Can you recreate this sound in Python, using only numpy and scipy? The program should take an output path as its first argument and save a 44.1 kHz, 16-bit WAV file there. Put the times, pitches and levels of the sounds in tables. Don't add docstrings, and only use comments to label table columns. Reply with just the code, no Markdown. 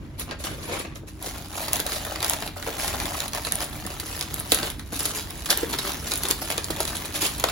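import sys
import numpy as np
from scipy import signal
from scipy.fft import rfft, irfft, next_fast_len
from scipy.io import wavfile
from scipy.ndimage import uniform_filter1d

SR = 44100
rng = np.random.default_rng(int(sys.argv[2]) if len(sys.argv) > 2 else 0)


def put_to_file(sound):
    columns = np.atleast_2d(sound).T
    safe = np.clip(columns, -1, 1)
    whole_steps = np.round(safe * 32767)
    wavfile.write(sys.argv[1], SR, whole_steps.astype(np.int16))


N = 331382


def undb(db):
    return 10 ** (np.asarray(db) / 20)


def rms(x):
    return np.sqrt(np.mean(x ** 2))


def unit(x):
    return x / rms(x[0])


def at(points, hz):
    f, value = np.transpose(points)
    return np.interp(np.log(hz + 1), np.log(f + 1), value)


def colour(x, points):
    size = 2 * next_fast_len(x.shape[-1])
    gain = undb(at(points, np.fft.rfftfreq(size, 1 / SR)))
    cepstrum = irfft(np.log(gain))
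    cepstrum[1:size // 2] *= 2
    cepstrum[size // 2 + 1:] = 0
    response = np.exp(rfft(cepstrum))
    return irfft(rfft(x, size) * response)[..., :x.shape[-1]]


def walk(rate):
    hold = int(SR / rate)
    steps = rng.standard_normal(N // 50)[np.arange(N) // hold]
    return np.sqrt(3 / 2) * uniform_filter1d(steps, hold)


def add(out, s, sound):
    start = max(int(s * SR), 0)
    out[:, start:start + sound.shape[1]] += sound[:, :max(N - start, 0)]


def facet(flip_s, ring_s, ring_db, patchy_db, size=1536, count=36):
    t = np.arange(size) / SR
    flip = t / flip_s * np.exp(1 - t / flip_s)
    ring = undb(ring_db) * np.exp(-t / ring_s) * (1 - np.exp(-t / flip_s))
    resonances = np.column_stack([np.geomspace(200, 18000, count), patchy_db * rng.standard_normal(count)])
    return unit(colour(rng.standard_normal((2, size)) * (flip + ring), resonances))


def swarm(rate, scatter_db, flip_s, ring_s, ring_db, patchy_db, dwell_s, count=120, size=24000):
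    facets = [facet(flip_s, ring_s, ring_db, patchy_db) for _ in range(count)]
    rate = np.broadcast_to(rate, N)
    waits, strengths, strays = rng.exponential(size=(size, 3)).T
    starts = np.searchsorted(np.cumsum(rate) / SR, np.cumsum(waits))
    gains = undb(scatter_db * np.minimum(strengths, 4))
    patches = (starts / SR / dwell_s + strays / 2).astype(int) % count
    out = np.zeros((2, N))
    for k, start in enumerate(starts[starts < N]):
        add(out, start / SR, facets[patches[k]] * gains[k] / np.sqrt(rate[start]))
    return unit(out)


def steady(x, window_s=0.0384):
    power = uniform_filter1d(x[0] ** 2, max(int(window_s * SR), 8))
    return x / np.sqrt(power + np.mean(power) / 20)


ATTACK_S, SLACKEN_DB_PER_S, RELEASE_S = 0.016, 10, 0.018


def effort(movements, rest_db=(-80, -80)):
    power = undb(np.reshape(rest_db, (len(rest_db), -1))) ** 2 * np.ones(N)
    t = np.arange(SR) / SR
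    for start_s, length_s, *level_db in movements:
        attack = np.minimum(t / ATTACK_S, 1)
        release = np.exp(-np.maximum(t - length_s, 0) / RELEASE_S)
        shape = attack * undb(-SLACKEN_DB_PER_S * t) * release
        add(power, start_s, np.outer(undb(level_db), shape) ** 2)
    return 10 * np.log10(power)


# frequency in Hz, relative level in dB per Hz.
RUMBLE_COLOUR = [(15, -33), (28, -12), (45, 0), (60, 1), (75, -1), (110, -8), (140, -3.5), (175, -9),
                 (290, -9.5), (520, -27), (1200, -31.5), (3000, -42), (9000, -50), (16000, -54)]
# mean frequency in Hz, rms level in dB around which it wavers.
FAN_HUM = [(90.5, -48), (312, -54.5)]


def ventilation(rumble_db=-39.5, waver_db=-2.0, swell_db=1.25):
    out = unit(colour(rng.standard_normal((2, N)), RUMBLE_COLOUR)) * undb(rumble_db + swell_db * walk(14))
    for hz, db in FAN_HUM:
        phase = 2 * np.pi * np.cumsum(hz * (1 + 0.02335 * walk(12))) / SR
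        out[0] += np.sqrt(2) * undb(db + waver_db * walk(9.4)) * np.sin(phase)
    return out


# start in seconds, length in seconds, rustle level in dB, crinkle level in dB before its trim.
HEAP_MOVES = [(0.0, 0.35, -55.5, -64), (0.177, 0.042, -42, -35), (0.265, 0.032, -40.5, -68),
              (0.297, 0.03, -35.5, -64), (0.385, 0.039, -45.5, -40.5), (0.435, 0.044, -34.5, -34.5),
              (0.49, 0.026, -37, -41), (0.52, 0.31, -44.5, -45), (0.62, 0.037, -44, -39),
              (0.67, 0.14, -34, -42), (0.712, 0.03, -32, -34), (0.785, 0.0051, -40, -27),
              (0.835, 0.025, -37.5, -68), (0.89, 0.044, -47, -75), (0.95, 0.0084, -41.5, -41),
              (1.066, 0.019, -50, -41)]
# frequency in Hz, relative level in dB per Hz.
RUSTLE_COLOUR = [(100, -18), (200, -11), (320, -2), (560, -3.5), (750, -8), (1100, -9), (2500, -14),
                 (5000, -23), (9000, -31), (16000, -55)]


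def heap(crinkle_trim_db=-1.5, wide_db=3):
    rustle_db, crinkle_db = effort(HEAP_MOVES)
    slips = swarm(700, scatter_db=2.8, flip_s=.001, ring_s=.012, ring_db=-6, patchy_db=3.5, dwell_s=.008)
    clicks = swarm(1200, scatter_db=-4.0, flip_s=0.00014, ring_s=0.0086, ring_db=0, patchy_db=5.5, dwell_s=.004)
    out = steady(colour(slips, RUSTLE_COLOUR)) * undb(rustle_db)
    out += unit(colour(clicks, CREASE_COLOUR)) * undb(crinkle_db + crinkle_trim_db)
    mid, side = out
    return np.array([mid, side * undb(wide_db)])


STRAIN_DB, STRAIN_RISE_S, STRAIN_SETTLE_S = -17, 0.009, 0.005


def strain():
    t = np.arange(-4096, 4096) / SR
    shape = np.exp(np.minimum(t / STRAIN_RISE_S, -t / STRAIN_SETTLE_S))
    power = np.zeros((1, N))
    for s, level_db, *_ in CREASE_SNAPS:
        add(power, s + t[0], (undb(level_db + STRAIN_DB) * shape[None]) ** 2)
    return power[0]


# frequency in Hz, relative level in dB per Hz.
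CREASE_COLOUR = [(300, -50), (1000, -6), (2200, -8.5), (3900, -1.5), (5800, -5.5), (7500, -3.5), (9500, 0),
                 (12500, -3), (16000, -14.5)]


def crinkle(level_db, trim_db=0.7, clump_db=0.84):
    rate = 1500 * undb(.5 * (np.maximum(level_db, -60) + 37))
    clicks = swarm(rate, scatter_db=4.1, flip_s=.00025, ring_s=.005, ring_db=-14, patchy_db=3.5, dwell_s=.016)
    return unit(colour(clicks, CREASE_COLOUR)) * undb(level_db + trim_db + clump_db * walk(45))


PING_DB, PING_CYCLES = -7, 3
SWING_DB, SWING_PER_TILT = -14, -0.96


def crease_ping(hz, size=1536):
    cycles = np.arange(size) / SR * hz
    phase = 2 * np.pi * rng.random((2, 1))
    return unit(np.sin(2 * np.pi * cycles + phase) * np.exp(-cycles / PING_CYCLES) * (1 - np.exp(-cycles)))


# start in seconds, crack level in dB rms over its first 4 ms,
# treble tilt in dB before the common lean, tail in dB before its trim, ping pitch in Hz.
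CREASE_SNAPS = [(0.1962, -28.5, 12, 10, 10800), (0.31, -33.0, -11.5, 4, 3370), (0.439, -30.0, -2, 18, 6700),
                (0.9569, -38.5, -4.0, -5, 6500), (1.2259, -29.5, 6, -8, 9800),
                (1.683, -27.0, -3.0, -22.0, 4660), (1.732, -14.0, 12.5, -24.0, 10100),
                (1.758, -25.0, 2, -16.0, 6000), (1.767, -26, 4, -22.0, 10800), (1.795, -26, -3, -9, 1500),
                (1.8008, -21.0, 4, -6, 4600), (1.865, -23, 2, -6, 11500), (1.9202, -29, -7, -13, 6330),
                (2.0497, -32, 20, -16, 1527), (2.1581, -29.0, -9.5, -19, 1895),
                (2.2044, -28, -4, -14, 3970), (2.2277, -21, -5, -22.0, 11600), (2.245, -21, 1, -7, 5080),
                (2.2632, -26, 3, -16, 1580), (2.297, -16.0, 14, -28, 6850), (2.3343, -22.5, -2.5, -7, 6360),
                (2.4232, -29.0, -8, -19, 1710), (2.4758, -30, -5, -8.5, 2780), (2.626, -31, -2, -13, 1970),
                (2.8791, -23.5, -1, -10.0, 7150), (3.0006, -25.5, -5.5, -18.0, 10340),
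                (3.0555, -26.5, -6.5, -19.5, 3500), (3.2032, -23.0, -1.5, -7, 6710),
                (3.28, -29.0, 2, -1, 10230), (3.3332, -27, -4, -8.5, 6000), (3.348, -26, 0, -16, 9600),
                (3.4494, -25, 0, 1, 4065), (3.4691, -28.5, -10, -21, 10040),
                (3.5219, -16.5, 5.5, -27, 9650), (3.5549, -20.5, 14, -17.0, 9510),
                (3.623, -29, 1, -14, 1510), (3.642, -29, 12, 10, 11460), (3.865, -28.0, 0, -9, 10490),
                (3.999, -26.0, 3.5, 2, 7600), (4.1927, -30, 5, -6, 3700), (4.2103, -23, 0.5, -14, 3590),
                (4.225, -28.0, 2, -6, 3124), (4.342, -22, 15, -24, 11620), (4.3995, -23, 23, -15.0, 9660),
                (4.5196, -10.5, 1, -3, 3895), (4.5462, -15, 5, -10, 10770), (4.5874, -26.5, 0, -22, 10860),
                (4.6297, -26.0, -6.5, -2, 3520), (4.6721, -31, -6, -16, 890), (4.701, -28.5, 2, 5, 3380),
                (4.7946, -34, -4, -2, 1993), (4.9926, -25, 12, -14, 11370),
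                (5.0054, -24.5, -1, -16.5, 6440), (5.0304, -29, 25.0, -26.5, 11270),
                (5.0546, -18.5, 4, 0, 11460), (5.0608, -26, 2, -16, 11100), (5.306, -32, -0.5, -20, 10370),
                (5.458, -26.0, -1, 11, 10070), (5.5034, -13.5, -1, 8, 5010), (5.5123, -21, -1, 0, 11350),
                (5.5742, -19, 15, -32, 10070), (5.7299, -27.5, -7, 12, 3420), (5.7865, -22, -3.5, 14, 4940),
                (5.9192, -28.0, -1, -30, 10430), (6.1175, -21.5, -2, 1, 6600),
                (6.1369, -21.0, 2.5, -12, 11160), (6.157, -24.5, 6, -22, 10150),
                (6.1748, -24.5, 15, 7, 11340), (6.2345, -21.0, 1, -14, 11480), (6.2527, -25, -6.5, 7, 3680),
                (6.2854, -22.0, 10, -3, 10520), (6.3051, -23.5, 2, -18, 10930),
                (6.31, -14.5, 3.5, -10, 4600), (6.523, -30, -2, -13, 10020),
                (6.5791, -20.5, -3, -16, 10060), (6.6436, -24.5, 9.5, -10, 4555),
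                (6.705, -25, 1, 6.0, 11020), (6.763, -31.5, 1, -16, 918), (6.8041, -20, 3, 2, 10700),
                (6.83, -29, 2, -16, 4140), (6.8528, -26, 2, -18.0, 3660), (6.8763, -28, -4, 5, 3930),
                (6.9539, -27.5, 4, 1, 10320), (6.968, -26.5, 5, 1, 3340), (7.0543, -29.5, -1, 21, 11010),
                (7.1587, -24.5, 2, -5, 3486), (7.3979, -24.5, 5, 2, 12100), (7.4394, -17, -5.5, -9, 1393),
                (7.4859, -26, -7, 3, 1285)]
# frequency in Hz, relative level in dB per Hz.
CRACK_COLOUR = [(300, -45), (1000, 0), (2200, -8.5), (3900, 2.5), (5800, -1), (7500, 1), (9500, 6.5),
                (12500, 0.5), (16000, -5)]
# frequency in Hz, relative level in dB per Hz.
PANEL_COLOUR = [(100, -12.5), (200, -22), (310, -2.5), (600, -3.5), (1000, -5), (1500, -6), (2500, -7),
                (6000, -43.5)]


def snaps(tail_trim_db=-3, lean_db=-2, size=176):
    out = np.zeros((2, N))
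    for s, level_db, tilt_db, tail_db, hz in CREASE_SNAPS:
        swing_db = level_db + SWING_DB + SWING_PER_TILT * tilt_db
        slope_db = (tilt_db + lean_db) / 2
        flip_s = .00045 * undb(-slope_db)
        crack = facet(flip_s, ring_s=.009, ring_db=tail_db + tail_trim_db, patchy_db=2.5)
        crack = colour(colour(crack, CRACK_COLOUR), [(4500, -slope_db), (8500, slope_db)])
        ping = crease_ping(hz)
        crack = crack / rms(crack[0, :size]) + undb(PING_DB) * ping / rms(ping[0, :size])
        panel = colour(facet(flip_s=0.0018, ring_s=0.014, ring_db=10.0, patchy_db=-2.0), PANEL_COLOUR)
        add(out, s, crack / rms(crack[0, :size]) * undb(level_db))
        add(out, s, panel / rms(panel[0, :2 * size]) * undb(swing_db))
    return out


SHEET_HZ, SHEET_WIDTH_HZ, SHEET_DECAY_S, SHEET_DB = 3560, 750, 0.0069, -18


def sheet_ring(size=4096):
    edges = [SHEET_HZ - SHEET_WIDTH_HZ / 2, SHEET_HZ + SHEET_WIDTH_HZ / 2]
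    band = signal.butter(2, edges, "band", fs=SR, output="sos")
    decay = np.exp(-np.arange(size) / SR / SHEET_DECAY_S)
    ring = signal.sosfilt(band, rng.standard_normal((2, size))) * decay
    return ring / rms(ring[:, :int(SHEET_DECAY_S * SR)])


def sheet(tilt_loss=0.41):
    out = np.zeros((2, N))
    for s, level_db, tilt_db, *_ in CREASE_SNAPS:
        add(out, s, sheet_ring() * undb(level_db + SHEET_DB - tilt_loss * abs(tilt_db)))
    return out


# start in seconds, peak level in dB, centre in Hz, focus on that centre in dB per octave.
WRAP_POPS = [(0.3, -27.5, 300, 23), (1.034, -32.5, 330, 13), (1.271, -28, 318, 14), (1.796, -29, 420, 12),
             (1.861, -25, 673, 19), (2.068, -24, 540, 5), (2.118, -23.5, 760, 12), (2.422, -23.5, 792, 17),
             (2.563, -29.5, 709, 22), (2.671, -22.5, 554, 19), (2.683, -20, 600, 12), (2.712, -33, 564, 12),
             (2.945, -24, 800, 12), (3.045, -28, 310, 26), (3.119, -27, 901, 16), (3.467, -24, 601, 16),
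             (3.617, -33, 707, 14), (3.852, -27.5, 342.4, 12), (4.03, -30.5, 428.6, 5),
             (4.5205, -16.5, 370, 9), (4.63, -21.5, 402, 9), (4.926, -25.5, 331.8, 7),
             (5.631, -16, 402, 21), (5.054, -28, 362, 18), (6.108, -35, 342, 20), (6.245, -29.5, 319.3, 18),
             (6.303, -22.5, 329, 8), (6.418, -27, 750, 24), (6.578, -25.5, 419.2, 16), (6.701, -21, 380, 9),
             (6.803, -17, 621, 14), (7.224, -28, 308, 31), (7.4384, -9, 641, 8)]
# frequency in Hz, level in dB, t60 in seconds before the hand damps it.
HOLLOW_MODES = [(225, 1, 0.031), (316.4, 1.5, 0.062), (400, 2.5, 0.021), (436.5, 2.5, 0.044),
                (509, 0, 0.051), (632, 2, 0.038), (755, 8, 0.018), (950, 6.5, 0.022), (1273, 13.5, 0.021),
                (1480, 15.5, 0.02)]


def pops(damped_share=0.86, push_s=0.0022, size=8192):
    out, t = np.zeros((2, N)), np.arange(size) / SR
    hz, db, t60 = np.transpose(HOLLOW_MODES)[:, :, None]
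    for s, peak_db, centre_hz, focus_db in WRAP_POPS:
        detune = 1 + 0.022 * rng.standard_normal(hz.shape)
        phase = 2 * np.pi * rng.random((2, len(hz), 1))
        gain = undb(db - focus_db * np.abs(np.log2(hz / centre_hz)))
        decay = np.exp(-np.log(1000) * t / (t60 * damped_share))
        modes = gain * decay * np.sin(2 * np.pi * hz * detune * t + phase)
        ring = modes.sum(axis=1) * (1 - np.exp(-t / push_s))
        add(out, s, ring / np.abs(ring[0]).max() * undb(peak_db))
    return out


def ticks(level_db, trim_db=-7):
    clicks = swarm(90, scatter_db=2.4, flip_s=.00014, ring_s=.003, ring_db=-22, patchy_db=4.5, dwell_s=.004)
    return unit(colour(clicks, CREASE_COLOUR)) * undb(level_db + trim_db)


LOOSENING_S = [3.05, 5.27]


def looseness():
    return np.interp(np.arange(N) / SR, LOOSENING_S, [0, 1])


ROLL_DB, ROLL_LOSS_DB = -10.5, 22
# frequency in Hz, relative level in dB.
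HOLLOW_COLOUR = [(200, -36), (440, -10.5), (580, 1.5), (800, 2), (1200, -12.5), (3000, -33.5)]
# frequency in Hz, relative level in dB per Hz.
RASP_COLOUR = [(100, -16), (400, -27.5), (580, -2), (1000, -3.5), (1500, -6), (2300, -8.5), (5000, -14.5),
               (16000, -15.5)]


def rubbing(level_db, trim_db=-1, clump_db=2.13):
    slips = swarm(480, scatter_db=3.0, flip_s=.0004, ring_s=.006, ring_db=-14, patchy_db=3, dwell_s=.003)
    hollow = steady(colour(slips, HOLLOW_COLOUR)) * undb(ROLL_DB - ROLL_LOSS_DB * looseness())
    rasps = steady(colour(slips, RASP_COLOUR))
    return (rasps + hollow) * undb(level_db + trim_db + clump_db * walk(35))


# frequency in Hz, relative level in dB per Hz.
FLAP_COLOUR = [(100, -21.5), (200, -6), (310, 0), (420, -0.5), (600, -11.5), (900, -28), (3000, -26)]


def flexing(level_db):
    flaps = swarm(500, scatter_db=1.5, flip_s=0.0008, ring_s=0.009, ring_db=2.0, patchy_db=4.0, dwell_s=.004)
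    return steady(colour(flaps, FLAP_COLOUR)) * undb(level_db)


RELIEF_DB, RELIEF_S, RELIEF_SNAP_DB = 8, 0.028, -26


def relief():
    t = np.arange(SR // 4) / SR / RELIEF_S
    shape = (t * np.exp(1 - t)) ** 4
    slack = np.zeros((1, N))
    for s, level_db, *_ in CREASE_SNAPS:
        add(slack, s, undb(level_db - RELIEF_SNAP_DB) * shape[None])
    return RELIEF_DB * slack[0] / (1 + slack[0])


GRIP_RUB_DB = 2.5
FLEX_DB, FLEX_RUB_SHARE, FLEX_LOOSE_DB = -9, 0.77, 3.5
# time in seconds, crinkle level in dB before the trims.
HOLD = [(1.059, -72), (1.19, -56), (1.25, -46), (1.501, -48), (1.599, -42.5), (1.805, -42.5), (1.834, -52),
        (1.86, -43), (2.47, -42.5), (2.505, -56.5), (2.559, -56), (2.68, -44), (3.25, -44), (3.3, -50),
        (3.35, -44), (3.64, -44), (3.719, -46.5), (3.95, -43.5), (4.7, -45.5), (4.765, -56), (4.9, -53),
        (4.95, -42.5), (5.28, -47.5), (5.6, -42.5), (7.51, -41.5)]
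# start in seconds, length in seconds, crinkle and rubbing levels in dB before the trims.
HAND_STROKES = [ (1.24, 0.046, -34, -37), (1.54, 0.19, -40, -40), (1.725, 0.037, -34, -33),
                (1.85, .12, -37, -39.5), (1.915, 0.02, -33, -45), (2.04, 0.086, -45.5, -39),
                (2.215, 0.12, -35, -34), (2.39, 0.074, -44, -39), (2.56, 0.023, -47, -39),
                (2.645, 0.13, -47, -35.5), (2.775, 0.17, -40, -35), (2.92, 0.031, -44, -35.5),
                (3.0, 0.26, -38, -35), (3.335, 0.048, -38, -32), (3.445, 0.041, -38, -47),
                (3.525, 0.068, -39.5, -40), (3.59, 0.041, -33, -30), (3.89, 0.035, -39.5, -36),
                (4.05, 0.15, -40.5, -61), (4.2, 0.033, -39, -50), (4.36, 0.045, -40, -44),
                (4.485, 0.027, -41.5, -47), (4.52, 0.076, -33, -33.5), (4.615, 0.058, -34.5, -33.5),
                (4.915, 0.053, -35, -39), (4.985, 0.13, -31.5, -40.5), (5.135, 0.065, -33, -37),
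                (5.485, 0.042, -29.5, -30.5), (5.56, 0.071, -35, -35.5), (5.68, 0.027, -36.5, -37),
                (5.715, 0.039, -34.5, -32), (5.835, 0.054, -36.5, -31.5), (5.925, 0.03, -38, -34.5),
                (6.055, 0.13, -34, -52), (6.215, 0.05, -33, -50), (6.285, 0.035, -32, -38),
                (6.405, 0.032, -37.5, -37), (6.49, 0.03, -33.5, -33), (6.755, 0.016, -44.5, -40),
                (6.795, 0.032, -33, -37), (6.87, 0.038, -35, -50), (7.135, 0.05, -37, -35),
                (7.203, 0.063, -35.5, -31.5), (7.44, 0.11, -36.5, -41)]


def hands():
    grip_db = np.interp(np.arange(N) / SR, *np.transpose(HOLD), left=-90)
    crinkle_db, rub_db = effort(HAND_STROKES, (grip_db, grip_db + GRIP_RUB_DB))
    crinkle_db = crinkle_db - relief()
    blend_db = crinkle_db + FLEX_RUB_SHARE * (rub_db - crinkle_db)
    flex_db = blend_db + FLEX_DB + FLEX_LOOSE_DB * looseness()
    strained_db = 10 * np.log10(undb(crinkle_db) ** 2 + strain())
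    return crinkle(strained_db) + ticks(crinkle_db) + rubbing(rub_db) + flexing(flex_db)


# start in seconds, length in seconds, level in dB.
LAYER_SLIDES = [(1.88, 0.097, -34.5), (2.775, 0.061, -34.5), (2.825, 0.079, -34.5), (5.8, 0.089, -37),
                (7.135, 0.034, -29.5), (7.203, 0.065, -23.5)]
# frequency in Hz, relative level in dB per Hz.
BRUSH_COLOUR = [(300, -20), (1000, -3.5), (2200, -2), (4200, 1.5), (7000, -1.5), (10500, 3), (12500, 0.5),
                (16000, -12)]


def sliding(clump_db=1.0):
    level_db = effort(LAYER_SLIDES, rest_db=(-80,))
    fibres = swarm(2500, scatter_db=1.5, flip_s=.0006, ring_s=.007, ring_db=-6, patchy_db=3, dwell_s=.006)
    return unit(colour(fibres, BRUSH_COLOUR)) * undb(level_db + clump_db * walk(43))


def room(dry, t60_s=0.36, treble_t60_s=0.26, wet_db=-9.0, onset_s=0.00041, size=16000, count=4):
    t = np.arange(size) / SR
    shares = np.array([walk(5) for _ in range(count)])
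    shares /= np.linalg.norm(shares, axis=0)
    lowpass = signal.butter(2, 3500, fs=SR, output="sos")
    echo = 0
    for share in shares:
        scatter = rng.standard_normal((2, size))
        low = signal.sosfiltfilt(lowpass, scatter)
        low_tail = low * np.exp(-np.log(1000) * t / t60_s)
        treble_tail = (scatter - low) * np.exp(-np.log(1000) * t / treble_t60_s)
        tail = (low_tail + treble_tail) * (1 - np.exp(-t / onset_s))
        tail = colour(unit(tail) / np.sqrt(size), [(300, -0.5), (4000, 3.5), (9000, 0.5), (16000, 2.0)])
        echo = echo + signal.oaconvolve(dry[:1] * share, tail, axes=1)[:, :N]
    return dry + undb(wet_db) * echo


# frequency in Hz, gain of the side signal in dB.
SIDE_GAIN = [(30, -17), (100, -11), (300, -11.5), (700, -6.5), (1400, -5), (2400, -2), (4000, -4),
             (5700, -5.5), (7200, -1), (8500, -49), (11000, -7), (12200, -34), (13300, -47), (14700, 3),
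             (16000, 3)]


def scene():
    paper = hands() + sliding() + heap() + snaps() + sheet() + pops()
    mid, side = room(paper) + ventilation()
    side = colour(side, SIDE_GAIN)
    return np.array([mid + side, mid - side])


TOP_HZ = 16000
# frequency in Hz, left minus right in dB.
BALANCE = [(60, -2.5), (110, 2), (200, -2.5), (380, 1.9), (700, 1.5), (1290, 1.5), (2380, 0.5), (4400, -3),
           (8120, -0.5), (15000, 0.5)]
# frequency in Hz, lead of the left in radians (negative: it lags).
LEFT_LEAD = [(0, 0), (2000, 0), (3200, .8), (5000, .8), (6600, .1), (8400, -3.14), (11000, -6.28),
             (13300, -9.42), (15500, -12.57)]


def record(dry):
    size = next_fast_len(N + 4096)
    hz = np.fft.rfftfreq(size, 1 / SR)
    lean = undb(at(BALANCE, hz) / 2)
    lead = np.exp(1j * np.interp(hz, *np.transpose(LEFT_LEAD)))
    ports = irfft(rfft(dry, size) * np.array([lean * lead, 1 / lean]), size)[:, :N]
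    top_cut = signal.ellip(10, .2, 70, TOP_HZ, fs=SR, output="sos")
    return signal.sosfilt(top_cut, np.clip(ports, -1, 1))


dry = scene()
out = record(dry)
put_to_file(out)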